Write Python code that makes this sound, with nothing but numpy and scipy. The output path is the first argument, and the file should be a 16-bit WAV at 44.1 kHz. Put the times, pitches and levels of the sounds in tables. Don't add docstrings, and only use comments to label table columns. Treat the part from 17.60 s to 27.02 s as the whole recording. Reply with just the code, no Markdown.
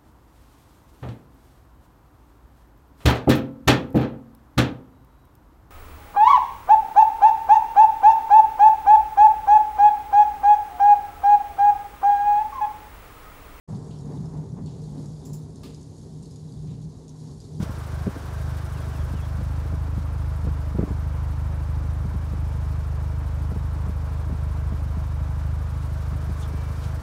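import sys
import numpy as np
from scipy import signal
from scipy.fft import rfft, irfft
from scipy.io import wavfile

SR = 44100
rng = np.random.default_rng(int(sys.argv[2]) if len(sys.argv) > 2 else 0)


def wav_record(signal):
    frames = np.transpose(np.atleast_2d(signal))
    bounded = np.clip(frames, -1, 1)
    quanta = np.round(bounded * 32767).astype(np.int16)
    wavfile.write(sys.argv[1], SR, quanta)


N = 415422
T = np.arange(N) / SR

# time_s, position (0 in the cabin, 1 outside)
POSITION = [(0, 0.89), (1.2, 0.83), (2.15, .12), (3.3, 0), (7.9, .03), (8.5, .38), (9.42, 0.59)]


def amp(db):
    return 10 ** (np.asarray(db) / 20)


def unit(x):
    return x / np.sqrt(np.mean(x ** 2) + 1e-20)


def curve(rows):
    return np.interp(T, *np.transpose(rows))


def colour(spectrum, hz):
    freq_hz, level_db = np.transpose(spectrum)
    return amp(np.interp(np.log(hz + 1), np.log(freq_hz), level_db))


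def noise(spectrum):
    hz = np.fft.rfftfreq(N, 1 / SR)
    low_pass = 1 / (1 + (hz / spectrum[-1][0] / 2) ** 4)
    high_pass = hz / (hz + spectrum[0][0] / 2)
    return unit(irfft(rfft(rng.standard_normal(N)) * colour(spectrum, hz) * low_pass * high_pass, N))


def resonate(x, hz, width_hz):
    phase = 2 * np.pi * np.cumsum(hz * np.ones(len(x))) / SR
    carrier = np.exp(1j * phase)
    pole = np.exp(-np.pi * width_hz * np.sqrt(2) / SR)
    smoothed = signal.lfilter([1], [1, -2 * pole, pole * pole], x * carrier.conj())
    return unit((carrier * smoothed).real)


def wander(rate_hz):
    size = 4096
    hz = np.fft.rfftfreq(size, N / SR / size)
    slow = irfft(rfft(rng.standard_normal(size)) * np.exp(-(hz / rate_hz) ** 2), size)
    return np.interp(T, np.linspace(0, N / SR, size), unit(slow))


def add(mix, start_s, sound):
    part = mix[max(round(start_s * SR), 0):][:len(sound)]
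    part += sound[:len(part)]


def level(inside_db, outside_change_db):
    return amp(inside_db + outside_change_db * curve(POSITION))


def reflections(x, count=14, echo_gain=0.072, longest_s=.014):
    delays = ((.001 + rng.random(count) * longest_s) * SR).astype(int)
    echoes = sum((-1) ** k * np.pad(x, (delay, 0))[:N] for k, delay in enumerate(delays))
    return (x + echo_gain * echoes) / np.sqrt(1 + count * echo_gain ** 2)


def bird(blur=0.18):
    # start_s, level_db
    calls = [(1.125, -60), (1.31, -61), (1.542, -58)]
    # offset_s, pitch_hz
    notes = [
        [(0, 3130), (.028, 2960), (.05, 2680), (.08, 2480)],
        [(.076, 3220), (.095, 3400), (.12, 3130)],
    ]
    out = np.zeros(N)
    for start_s, level_db in calls:
        for note in notes:
            offset_s, pitch_hz = np.transpose(note)
            t = np.arange(offset_s[0], offset_s[-1], 1 / SR)
            phase = 2 * np.pi * np.cumsum(np.interp(t, offset_s, pitch_hz)) / SR
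            whistle = unit(np.sin(phase)) * signal.windows.tukey(len(t), .5)
            add(out, start_s + offset_s[0], amp(level_db) * whistle)
    return out * (1 + blur * wander(rate_hz=90))


def swishes():
    # start_s, length_s, level_db, start_hz, end_hz, width_hz
    rubs = [(0.009, 0.042, -45.5, 4960, 3980, 4480), (8.77, 0.095, -52, 8000, 5000, 3800),
            (8.81, 0.059, -50.5, 3500, 3400, 450), (9.196, 0.096, -51, 3200, 4000, 4500)]
    out = np.zeros(N)
    for start_s, length_s, level_db, start_hz, end_hz, width_hz in rubs:
        size = int(length_s * SR)
        rub = resonate(rng.standard_normal(size), np.linspace(start_hz, end_hz, size), width_hz)
        add(out, start_s, amp(level_db) * rub * np.hanning(size))
    return out


def grip_shifts(rate_hz=1.5, level_db=-33.5, spread_db=1, hardness_db=-15):
    draws = rng.random((int(rate_hz * N / SR), 2))
    return [(when * N / SR, level_db + spread_db * (2 * force - 1), hardness_db) for when, force in draws]


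def knocks(thud_db=-1, push_db=-8, casing_db=-1, cutoff_hz=800):
    # start_s, level_db, hardness_db
    blows = [(0.002, -14.5, -28), (0.027, -18.5, -17), (0.094, -25, -26), (0.467, -22.5, -5),
             (0.477, -14.5, -14), (0.56, -31, -5), (1.537, -23, -17), (1.786, -23.5, -20),
             (1.81, -24.5, -16.5), (2.052, -32, -9), (2.126, -24, -16), (2.139, -33, -7),
             (2.378, -19.5, -24), (2.845, -22.5, -19), (2.868, -25.5, -9.5), (2.882, -25.5, -14),
             (3.15, -18, -18), (3.186, -27.5, -0.5), (3.192, -15, -12), (3.211, -22, -14.5),
             (3.229, -13, -11.5), (3.277, -29, -8), (3.308, -19, -14), (4.453, -20, -23), (4.543, -24, -18),
             (4.733, -22.5, -17.5), (5.917, -21.5, -14), (5.96, -21.5, -14), (6.265, -23.5, -17),
             (6.293, -22.5, -18), (6.696, -29, -9), (6.725, -22.5, -19), (7.122, -21.5, -25),
             (7.369, -22.5, -25.5), (8.526, -26.5, -26), (8.692, -25.5, -16.5), (8.937, -25.5, -12)]
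    # pitch_hz, level_db, decay_s
    modes = [(275.5, 8, 0.0037), (408, 5.5, 0.0027), (596, -0.5, 0.0015)]
    out = np.zeros(N)
    t = np.arange(SR // 10) / SR

    def ring(hz, decay_s):
        return t / decay_s * np.exp(1 - t / decay_s) * np.sin(2 * np.pi * hz * t)

    thud = amp(thud_db) * ring(hz=175, decay_s=0.0036)
    push = amp(push_db) * ring(hz=118, decay_s=0.0041)
    for start_s, level_db, hardness_db in blows + grip_shifts():
        detunes = 1 + 0.1 * rng.standard_normal(len(modes))
        casing = sum(amp(db) * ring(hz * detune, decay_s)
                     for (hz, db, decay_s), detune in zip(modes, detunes))
        knock = thud + push + amp(hardness_db + casing_db) * casing
        add(out, start_s - .001, amp(level_db) * knock)
    return signal.sosfilt(signal.butter(4, cutoff_hz, fs=SR, output="sos"), out)


def fuel_pump(waver=0.0007, flutter_db=1.2, swell_at_s=9.02, swell_half_s=.085):
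    # pitch_hz, relative_db
    tones = [(2320, -5), (2680, -13)]
    clock_s = np.cumsum(1 + waver * wander(rate_hz=10.4)) / SR
    whine = unit(sum(amp(db) * np.sin(2 * np.pi * hz * clock_s) for hz, db in tones))
    swell = 1 + amp(16.5) / (1 + ((T - swell_at_s) / swell_half_s) ** 2)
    flutter = amp(flutter_db * wander(rate_hz=15))
    return whine * level(inside_db=-73, outside_change_db=-4) * swell * flutter


def burst(firings, start, rise, fall):
    age = (firings - start) % 2
    return (1 - np.exp(-age / rise)) * np.exp(-age / fall)


def injectors(firings, sway_db=0.9):
    # pitch_hz, width_hz, relative_db, lag_firings
    modes = [(9200, 1900, -70, 0.031), (10860, 600, -81, .1), (11800, 600, -76, 0.083),
             (13550, 450, -78, 0.12), (14900, 600, -80, 0.1)]
    gain = level(inside_db=-1, outside_change_db=6.5) * amp(sway_db * wander(rate_hz=7.5))
    grit = rng.standard_normal(N)
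    ticks = np.zeros(N)
    for pitch_hz, width_hz, relative_db, lag_firings in modes:
        envelope = burst(firings, start=0.64 + lag_firings, rise=0.18, fall=0.2)
        ticks += amp(relative_db) * resonate(grit * envelope, pitch_hz, width_hz)
    return gain * reflections(ticks, echo_gain=0.18, longest_s=.01)


def belt_hum(firings, slip_cycles=0.13, sway_db=2.5):
    # cycles_per_firing, level_db
    tones = [(11.5, -60), (17.5, -60.5), (25, -61.5)]
    out = np.zeros(N)
    for cycles_per_firing, level_db in tones:
        gain = amp(level_db + sway_db * wander(rate_hz=1.7))
        cycles = cycles_per_firing * firings + slip_cycles * wander(rate_hz=15)
        out += gain * unit(np.sin(2 * np.pi * cycles))
    return out


def engine_bay(firings, whirr_sway_db=0.57, throb_db=1.4, flicker_db=0.84, outside_share=0.87):
    # freq_hz, density_db
    whirr_spectrum = [(120, -31), (200, -6), (297, -6.5), (315, -14), (341, -10.5), (447, -6.5), (574, -5),
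                      (621, -7), (696, -7.5), (753, -7), (1110, -6.5), (1930, -18), (2340, -21),
                      (3000, -28), (3900, -33.5), (6600, -120)]
    # pitch_hz, width_hz, outside_db, inside_db
    modes = [(286.8, 42, -57, -54), (373, 53, -48, -73), (647, 13, -57, -61.5), (852, 59, -70, -59),
             (984, 100, -76, -58), (1351, 61, -61, -62), (1544, 194, -52, -62.5), (5760, 82, -70, -83),
             (5120, 210, -74, -83)]
    # freq_hz, density_db
    hiss_spectrum = [(1500, -6), (2800, 1.5), (3700, 2.5), (4500, 1.5), (5400, 1), (7000, -2.5), (9000, -5),
                     (12000, -8), (14500, -11.5), (16000, -12)]
    whirr = noise(whirr_spectrum) * level(inside_db=-46, outside_change_db=2.16)
    whirr *= amp(whirr_sway_db * wander(rate_hz=18))
    panels = np.zeros(N)
    for pitch_hz, width_hz, outside_db, inside_db in modes:
        gain = level(inside_db, outside_share * (outside_db - inside_db))
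        panels += gain * resonate(rng.standard_normal(N), pitch_hz, width_hz)
    throb = np.cos(2 * np.pi * (firings - .25))
    hiss = noise(hiss_spectrum) * level(inside_db=-59, outside_change_db=5.5)
    hiss *= amp(throb_db * throb + flicker_db * wander(rate_hz=32))
    return whirr + panels + reflections(hiss)


def dips_db():
    # centre_s, half_length_s, change_db
    dips = [(0.083, 0.22, -5.5), (0.344, 0.039, 2.5), (0.562, 0.11, -10.5), (2.878, 0.029, 4.5),
            (3.267, 0.018, -12)]
    return sum(db * np.exp(-((T - centre_s) / half_s) ** 2) for centre_s, half_s, db in dips)


def gas_flow(firings, gust_db=1, dip_share=0.2, puff_db=-55):
    # freq_hz, density_db
    spectrum = [(15, -26), (25, -18), (36, -26), (58, 4), (85, -7.5), (130, 1.5), (190, -9.5), (260, -17),
                (400, -26), (900, -48)]
    rumble = noise(spectrum) * level(inside_db=-42, outside_change_db=-1)
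    rumble *= amp(dip_share * dips_db() + gust_db * wander(rate_hz=1.4))
    puffs = burst(firings, start=0.204, rise=0.11, fall=0.27) * rng.standard_normal(N)
    return rumble + amp(puff_db) * resonate(puffs, hz=265, width_hz=95)


def rotor_pulses(firings, port_firings=0.4873, lead_firings=0.0082, jitter_firings=.004,
                 imbalance=0.085, roughness=.1):
    index = np.arange(int(firings[-1]))
    rotor = (-1) ** index
    timing, strength = rng.standard_normal((len(index), 2)).T
    openings = index + port_firings - lead_firings * rotor + jitter_firings * timing
    samples = np.searchsorted(firings, openings).clip(0, N - 1)
    pulses = np.zeros(N)
    pulses[samples] = -(1 + imbalance * rotor + roughness * strength)
    return pulses


def exhaust(firings, cutoff_hz=900, split_hz=92, body_sway_db=0.56, body_dip_share=0.65):
    # freq_hz, gain_db
    pipe = [(25, -64), (40, -21.5), (51, 1.5), (77, 5.5), (102, -6), (128, -7.5), (153, -12.5), (180, -27),
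            (215, -51), (290, -32.5), (400, -50.5), (800, -84.5)]
    size = 2 ** 15
    log_gain = np.log(colour(pipe, abs(np.fft.fftfreq(size, 1 / SR))))
    minimum_phase = np.exp(np.conj(signal.hilbert(log_gain)))
    ring = np.fft.ifft(minimum_phase).real[:size // 2]
    drone = signal.fftconvolve(rotor_pulses(firings), ring)[:N]
    drone = signal.sosfilt(signal.butter(2, cutoff_hz, fs=SR, output="sos"), drone)
    deep = signal.sosfiltfilt(signal.butter(4, split_hz, fs=SR, output="sos"), drone)
    boom_sway_db = 0.27 + 2.5 * curve(POSITION)
    boom = unit(deep) * level(inside_db=-28, outside_change_db=-6.5)
    boom *= amp(dips_db() + boom_sway_db * wander(rate_hz=16))
    body = unit(drone - deep) * level(inside_db=-31.5, outside_change_db=-0.5)
    body *= amp(body_dip_share * dips_db() + body_sway_db * wander(rate_hz=15))
    return boom + body


def scene():
    # time_s, firing_rate_hz
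    idle = [(0.0, 25.76), (1.58, 25.29), (1.68, 25.66), (2.51, 26.02), (3.0, 24.99), (3.19, 25.38),
            (4.21, 25.61), (4.49, 25.99), (5.24, 25.26), (5.82, 25.55), (5.95, 25.88), (6.95, 25.32),
            (7.8, 25.45), (8.08, 25.67), (8.65, 25.34), (9.42, 25.99)]
    firings = np.cumsum(curve(idle)) / SR
    engine = exhaust(firings) + gas_flow(firings) + engine_bay(firings)
    accessories = belt_hum(firings) + injectors(firings) + fuel_pump()
    return (engine + accessories + knocks() + swishes() + bird())[None]


def record(dry):
    cutoff_hz = 15760
    taps = signal.firwin(1023, cutoff_hz, window=("kaiser", 9), fs=SR)
    return signal.oaconvolve(dry, taps[None], "same")


dry = scene()
out = record(dry)
wav_record(out)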